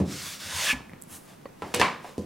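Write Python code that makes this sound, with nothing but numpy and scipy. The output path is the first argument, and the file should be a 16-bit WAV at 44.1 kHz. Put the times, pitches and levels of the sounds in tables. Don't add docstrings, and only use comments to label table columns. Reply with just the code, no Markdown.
import sys
import numpy as np
from scipy import signal
from scipy.fft import rfft, irfft, next_fast_len
from scipy.io import wavfile
from scipy.ndimage import uniform_filter1d, map_coordinates

SR = 44100
rng = np.random.default_rng(int(sys.argv[2]) if len(sys.argv) > 2 else 0)


def output_pcm(signal):
    pcm = np.clip(np.atleast_2d(signal).T, -1, 1) * 32767
    wavfile.write(sys.argv[1], SR, np.round(pcm).astype(np.int16))


N = 99533

TOP_HZ = 15900
BAND_CENTRES_HZ = [170, 450, 1000, 2000, 4500, 10000]


def knocks():
    # t/s, six band levels/dB, ring of wood and room/dB
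    contacts = [(0.001, 16, 5, -7, -17.5, -21, -29.5, 6), (0.088, 10, -8, -15, -8, -43, -64, -0.5),
                (0.73, 3.5, -10, 0.5, -3.5, -29, -37, 0.5), (0.806, 3, -10, -3, -22, -46, -51, -19),
                (0.8952, -5, -17.5, -22, -6.5, -44, -26, -11), (0.9166, 1.5, -16, -16, -14, -56, -52, -3),
                (0.9344, 4, -8.5, -11, -7, -27, -46, -10.5), (1.456, -3, 1, -4, -10, -33, -37, -12),
                (1.4597, -5, -4, -11, -25, -56, -57, -18), (1.621, 2.5, 3, 3.5, -6.5, -18, -27, 0.5),
                (1.659, 0, -11, -27, -30, -33, -40, -8), (1.7406, 8, 4, 3.5, 5, 1, -9.5, 4),
                (1.7977, 8, 10, 8.5, 3.5, 3.5, -5, 1.5), (1.8143, 9.5, 11.5, 24, 19.5, 7.5, -11.5, -2.5),
                (1.81546, -12, 3, 22, 15, 9, -4, -17), (2.045, -33, -7.5, -6, -20, -29, -34, 4),
                (2.1805, 12, 12, -12, -24, -13, -20, -4)]
    # f/Hz, level/dB
    body = [(30, -29), (58, -8.5), (84, 3), (118, -0.5), (175, 2.5), (560, 2), (680, -1.5), (1050, -1.5),
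            (1380, -7.5), (1800, -3.5), (2500, -1), (3300, -4)]
    top_loss_db, low_cut_hz = -16.5, 167
    out = np.zeros((2, N))
    for start, *bands_db, ring_db in contacts:
        colour = list(zip(BAND_CENTRES_HZ, bands_db)) + [(TOP_HZ, bands_db[-1] + top_loss_db)]
        push = shortest_pulse(lambda hz: amp(along(colour, hz) + along(body, hz)))
        shudder = amp(1.5) * burst(t60=0.08)
        wash = shudder + amp(3) * room_echo()
        wash = filtered(wash, lambda hz: 1j * hz / (1j * hz + low_cut_hz))
        response = amp(ring_db) * (wood_ring() + wash) + bare_contact()
        add(out, start, signal.fftconvolve(response, -push[None], axes=1))
    return out


def bare_contact(contact_s=0.00052):
    hz = np.fft.rfftfreq(SR // 2, 1 / SR)
    phase = 4 * np.pi * contact_s * np.sqrt(hz * BAND_CENTRES_HZ[2])
    return irfft(np.exp(-1j * phase), SR // 2)


def wood_ring():
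    # f/Hz, level/dB, time to fade by 60 dB/s
    notes = [(83.6, 7.5, 0.35), (196.6, 7, 0.37), (288.2, 10.5, 0.3), (447, -2, 0.17), (512, 11.5, 0.84),
             (736, 0, 0.18), (776, 10.5, 0.37), (956, 4, 0.41), (1006, 13.5, 0.29), (1146, 0, 0.12),
             (1703, 11, 0.39), (1787, 1.5, 0.093), (2040, 4, .22), (2300, 2, 0.5)]
    t = np.arange(SR // 2) / SR
    ring = np.zeros(len(t))
    for k, (hz, db, t60) in enumerate(notes):
        decay = np.log(1000) / t60
        gain = (-1) ** k * amp(db + rng.normal(0, 1)) * 2 * decay / SR
        ring += gain * np.exp(-decay * t) * np.sin(2 * np.pi * hz * t)
    return ring


def twangs(rise_s=0.0036):
    # t/s, f/Hz, level/dB, time to fade by 60 dB/s
    notes = [(0.001, 194.5, -19.5, 0.22), (0.722, 1725, -39, 0.33), (0.726, 253, -28, 0.16),
             (0.735, 60.3, -36, 0.28), (1.4565, 561, -29.5, 0.033), (1.4561, 1136, -26.5, 0.023),
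             (1.4574, 1922, -39, 0.042), (1.458, 4480, -41, 0.022), (1.623, 1330, -29, 0.067),
             (1.741, 489.4, -28, 0.48), (1.745, 2890, -32, .2), (1.7972, 1747, -17, 0.071),
             (1.8144, 1036, -29, 0.46), (1.8142, 1085, -20.5, 0.27), (1.8149, 2060, -31, 0.16),
             (1.8149, 2300, -31.5, 0.4), (2.045, 707, -34, 0.071), (2.181, 196, -31, 0.2),
             (2.181, 296, -28.5, 0.19), (2.179, 1013, -44.5, 0.22)]
    out = np.zeros((2, N))
    t = np.arange(SR // 2) / SR
    for start, hz, db, t60 in notes:
        loudness = amp(db - 60 * t / t60) * (1 - np.exp(-t / rise_s))
        add(out, start, (loudness * np.sin(2 * np.pi * hz * t))[None])
    return out


def binding_ticks():
    # t/s, level/dB
    snaps = [(1.0162, -25), (1.0223, -15), (1.0368, -23), (1.7445, -15), (1.746, 0), (1.7507, -14),
             (1.7627, -12)]
    # f/Hz, level/dB
    colour = [(1000, -38), (4000, -10), (6600, -8), (7700, 7), (8800, 0), (11000, 1), (16000, -11)]
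    out = np.zeros((2, N))
    pulse = shortest_pulse(lambda hz: amp(along(colour, hz)))
    for start, db in snaps:
        snap = burst(t60=0.0056) + amp(-12.5) * room_echo()
        add(out, start, amp(db) * signal.fftconvolve(snap, pulse[None], axes=1))
    return out


def hand_slide():
    # t/s, level/dB
    course = [(0.05, -57), (0.115, -40), (0.26, -38), (0.34, -39), (0.385, -47.5), (0.405, -39.5),
              (0.48, -38), (0.57, -31.5), (0.66, -26.5), (0.715, -29.5), (0.732, -36.5), (0.745, -59)]
    # f/Hz, level/dB
    colour = [(180, -23), (300, -7.5), (337, -39), (417, -12), (553, -6), (652, -7.5), (1020, -8),
              (1180, -2.5), (4650, -1), (8280, -5.5), (15500, -17.5)]
    times, db = np.transpose(course)
    loudness = amp(np.interp(np.arange(N) / SR, times, db, left=-120, right=-120))
    return loudness * friction(lambda hz: amp(along(colour, hz)))


def edge_rasp():
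    # f/Hz, width/Hz, peak t/s, level/dB, rise/s, fall/s
    notes = [(990, 64, 0.607, -41, .085, 0.023), (1340, 630, 0.687, -34.5, 0.025, 0.033),
             (1720, 68, .706, -26.5, 0.032, 0.016), (2340, 200, .715, -26.5, 0.013, 0.019),
             (2640, 280, 0.713, -25.5, 0.038, .014), (3420, 110, 0.698, -34, 0.06, 0.013)]
    out = np.zeros((2, N))
    for hz, width_hz, *stroke in notes:
        note = friction(lambda f: 1 / (1 + ((f - hz) / width_hz) ** 2))
        power = np.abs(uniform_filter1d(np.mean(note ** 2, axis=0), size=SR // 40))
        steady_note = note / np.sqrt(power + 1e-9)
        out += swell(*stroke) * steady_note
    return out


def finger_brushes():
    # peak t/s, level/dB, rise/s, fall/s
    brushes = [(0.26, -45.5, 0.047, 0.077), (1.145, -43, 0.045, 0.039), (1.26, -59.5, 0.097, 0.1)]
    # f/Hz, level/dB
    colour = [(290, -16), (500, -9.5), (1130, -4), (1310, -10), (2390, -8.5), (4070, -14), (10100, -3.5),
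              (15500, -14.5)]
    return strokes(brushes, colour)


def table_scrapes():
    # peak t/s, level/dB, rise/s, fall/s
    scrapes = [(1.30, -54.5, 0.045, 0.06), (1.69, -50.5, 0.079, 0.25), (2.08, -49.5, 0.054, 0.066),
               (2.225, -56.5, 0.045, 0.026)]
    # f/Hz, level/dB
    colour = [(200, -13), (600, 11.5), (1300, 4.5), (3000, 1), (6000, -3.5), (10000, -8), (15500, -16)]
    return strokes(scrapes, colour)


def book_bends():
    # peak t/s, level/dB, rise/s, fall/s
    bends = [(0.27, -43.5, 0.018, 0.024), (0.47, -48, 0.031, 0.025), (0.565, -44, 0.024, 0.034),
             (1.135, -47.5, 0.028, 0.027)]
    # f/Hz, level/dB
    colour = [(25, -29), (55, -20), (85, 4.5), (130, -17), (250, -12), (600, -30.5)]
    return strokes(bends, colour)


def strokes(rows, colour):
    return sum(swell(*row) for row in rows) * friction(lambda hz: amp(along(colour, hz)))


def friction(response, slips_per_s=5100, slip_share=0.21, flutter_db=0.18):
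    slips = (rng.random((2, N)) < slips_per_s / SR) * rng.standard_normal((2, N))
    hiss = rng.standard_normal((2, N))
    rub = np.sqrt(slip_share) * unit(slips) + np.sqrt(1 - slip_share) * hiss
    steps = np.arange(N) * 70 / SR
    flutter = map_coordinates(rng.standard_normal(N // 100), [steps], mode="wrap")
    rub = filtered(patchy(rub, depth_db=2) * amp(flutter_db * flutter), response)
    return unit(stereo(rub, side_db=-7))


def patchy(x, depth_db):
    spectrum = signal.stft(x, nperseg=512)[2]
    patches = uniform_filter1d(rng.standard_normal(spectrum.shape[1:]), size=4, axis=0)
    patches = uniform_filter1d(patches, size=18, axis=1)
    return signal.istft(spectrum * amp(depth_db * unit(patches)), nperseg=512)[1][:, :N]


def room_echo(rise_s=0.0041):
    # f/Hz, time to fade by 60 dB/s
    fade_times = [(80, 0.53), (250, 0.55), (600, 0.38), (1100, 0.45), (2200, 0.39), (5000, 0.37),
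                  (12000, 0.27)]
    n = SR // 2
    hz, t, spectrum = signal.stft(rng.standard_normal((2, n)), SR, nperseg=256)
    fade = amp(-60 * t / along(fade_times, hz)[:, None])
    echo = signal.istft(spectrum * fade, SR, nperseg=256)[1][:, :n]
    echo *= 1 - np.exp(-np.arange(n) / SR / rise_s)
    return stereo(echo / np.linalg.norm(echo[0]))


def room_tone(level_db=-50.5):
    # f/Hz, level/dB
    colour = [(25, -12), (60, -21), (110, -7.5), (160, -0.5), (250, -5), (450, -14), (1000, -18),
              (2400, -24), (4500, -30), (15000, -35.5)]
    # f/Hz, side over middle/dB
    spread = [(60, -16), (160, -13.5), (400, 3), (900, 4), (2000, -7), (5000, -3.5), (13000, -0.5)]
    air = filtered(rng.standard_normal((2, N)), lambda hz: amp(along(colour, hz)))
    return amp(level_db) * unit(stereo(air, spread))


def burst(t60):
    t = np.arange(SR // 2) / SR
    puff = rng.standard_normal((2, len(t))) * amp(-60 * t / t60)
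    return stereo(puff / np.linalg.norm(puff[0]))


def swell(peak_s, db, rise, fall):
    t = np.arange(N) / SR
    return amp(db) * np.exp(-((t - peak_s) / np.where(t < peak_s, rise, fall)) ** 2)


def stereo(pair, spread=None, side_db=0):
    # f/Hz, side over middle/dB
    usual_spread = [(60, -52), (160, -27), (500, -12.5), (1000, -9.5), (2000, -17), (4000, -13.5),
                    (8000, -3.5), (13000, -0.5)]
    side = filtered(pair[1], lambda hz: amp(along(spread or usual_spread, hz) + side_db))
    return np.array([pair[0] + side, pair[0] - side])


def shortest_pulse(gain, size=4096):
    hz = np.fft.rfftfreq(size, 1 / SR)
    cepstrum = irfft(np.log(np.maximum(gain(hz), 1e-6)))
    cepstrum[1:size // 2] *= 2
    cepstrum[size // 2 + 1:] = 0
    return irfft(np.exp(rfft(cepstrum)))


def filtered(x, response):
    n = x.shape[-1]
    padded = next_fast_len(n + SR // 4)
    hz = np.fft.rfftfreq(padded, 1 / SR)
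    return irfft(rfft(x, padded) * response(hz), padded)[..., :n]


def along(points, hz):
    freqs, values = np.transpose(points)
    return np.interp(np.log(hz + 1), np.log(freqs + 1), values)


def add(out, start_s, x):
    i = max(round(start_s * SR), 0)
    out[:, i:i + x.shape[1]] += x[:, :N - i]


def amp(db):
    return 10 ** (np.asarray(db) / 20)


def unit(x):
    return x / np.sqrt(np.mean(x ** 2) + 1e-20)


def scene(balance_db=-0.25):
    hits = knocks() + twangs() + binding_ticks()
    rubs = hand_slide() + finger_brushes() + table_scrapes() + book_bends()
    rasp = edge_rasp()
    into_room = amp(-15) * rubs + amp(-17.5) * rasp
    echo = signal.fftconvolve(into_room, room_echo(), axes=1)[:, :N]
    return (hits + rubs + rasp + echo + room_tone()) * amp([[balance_db], [-balance_db]])


def record(dry):
    return filtered(dry, lambda hz: 1 / np.sqrt(1 + (hz / TOP_HZ) ** 160))


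dry = scene()
out = record(dry)
output_pcm(out)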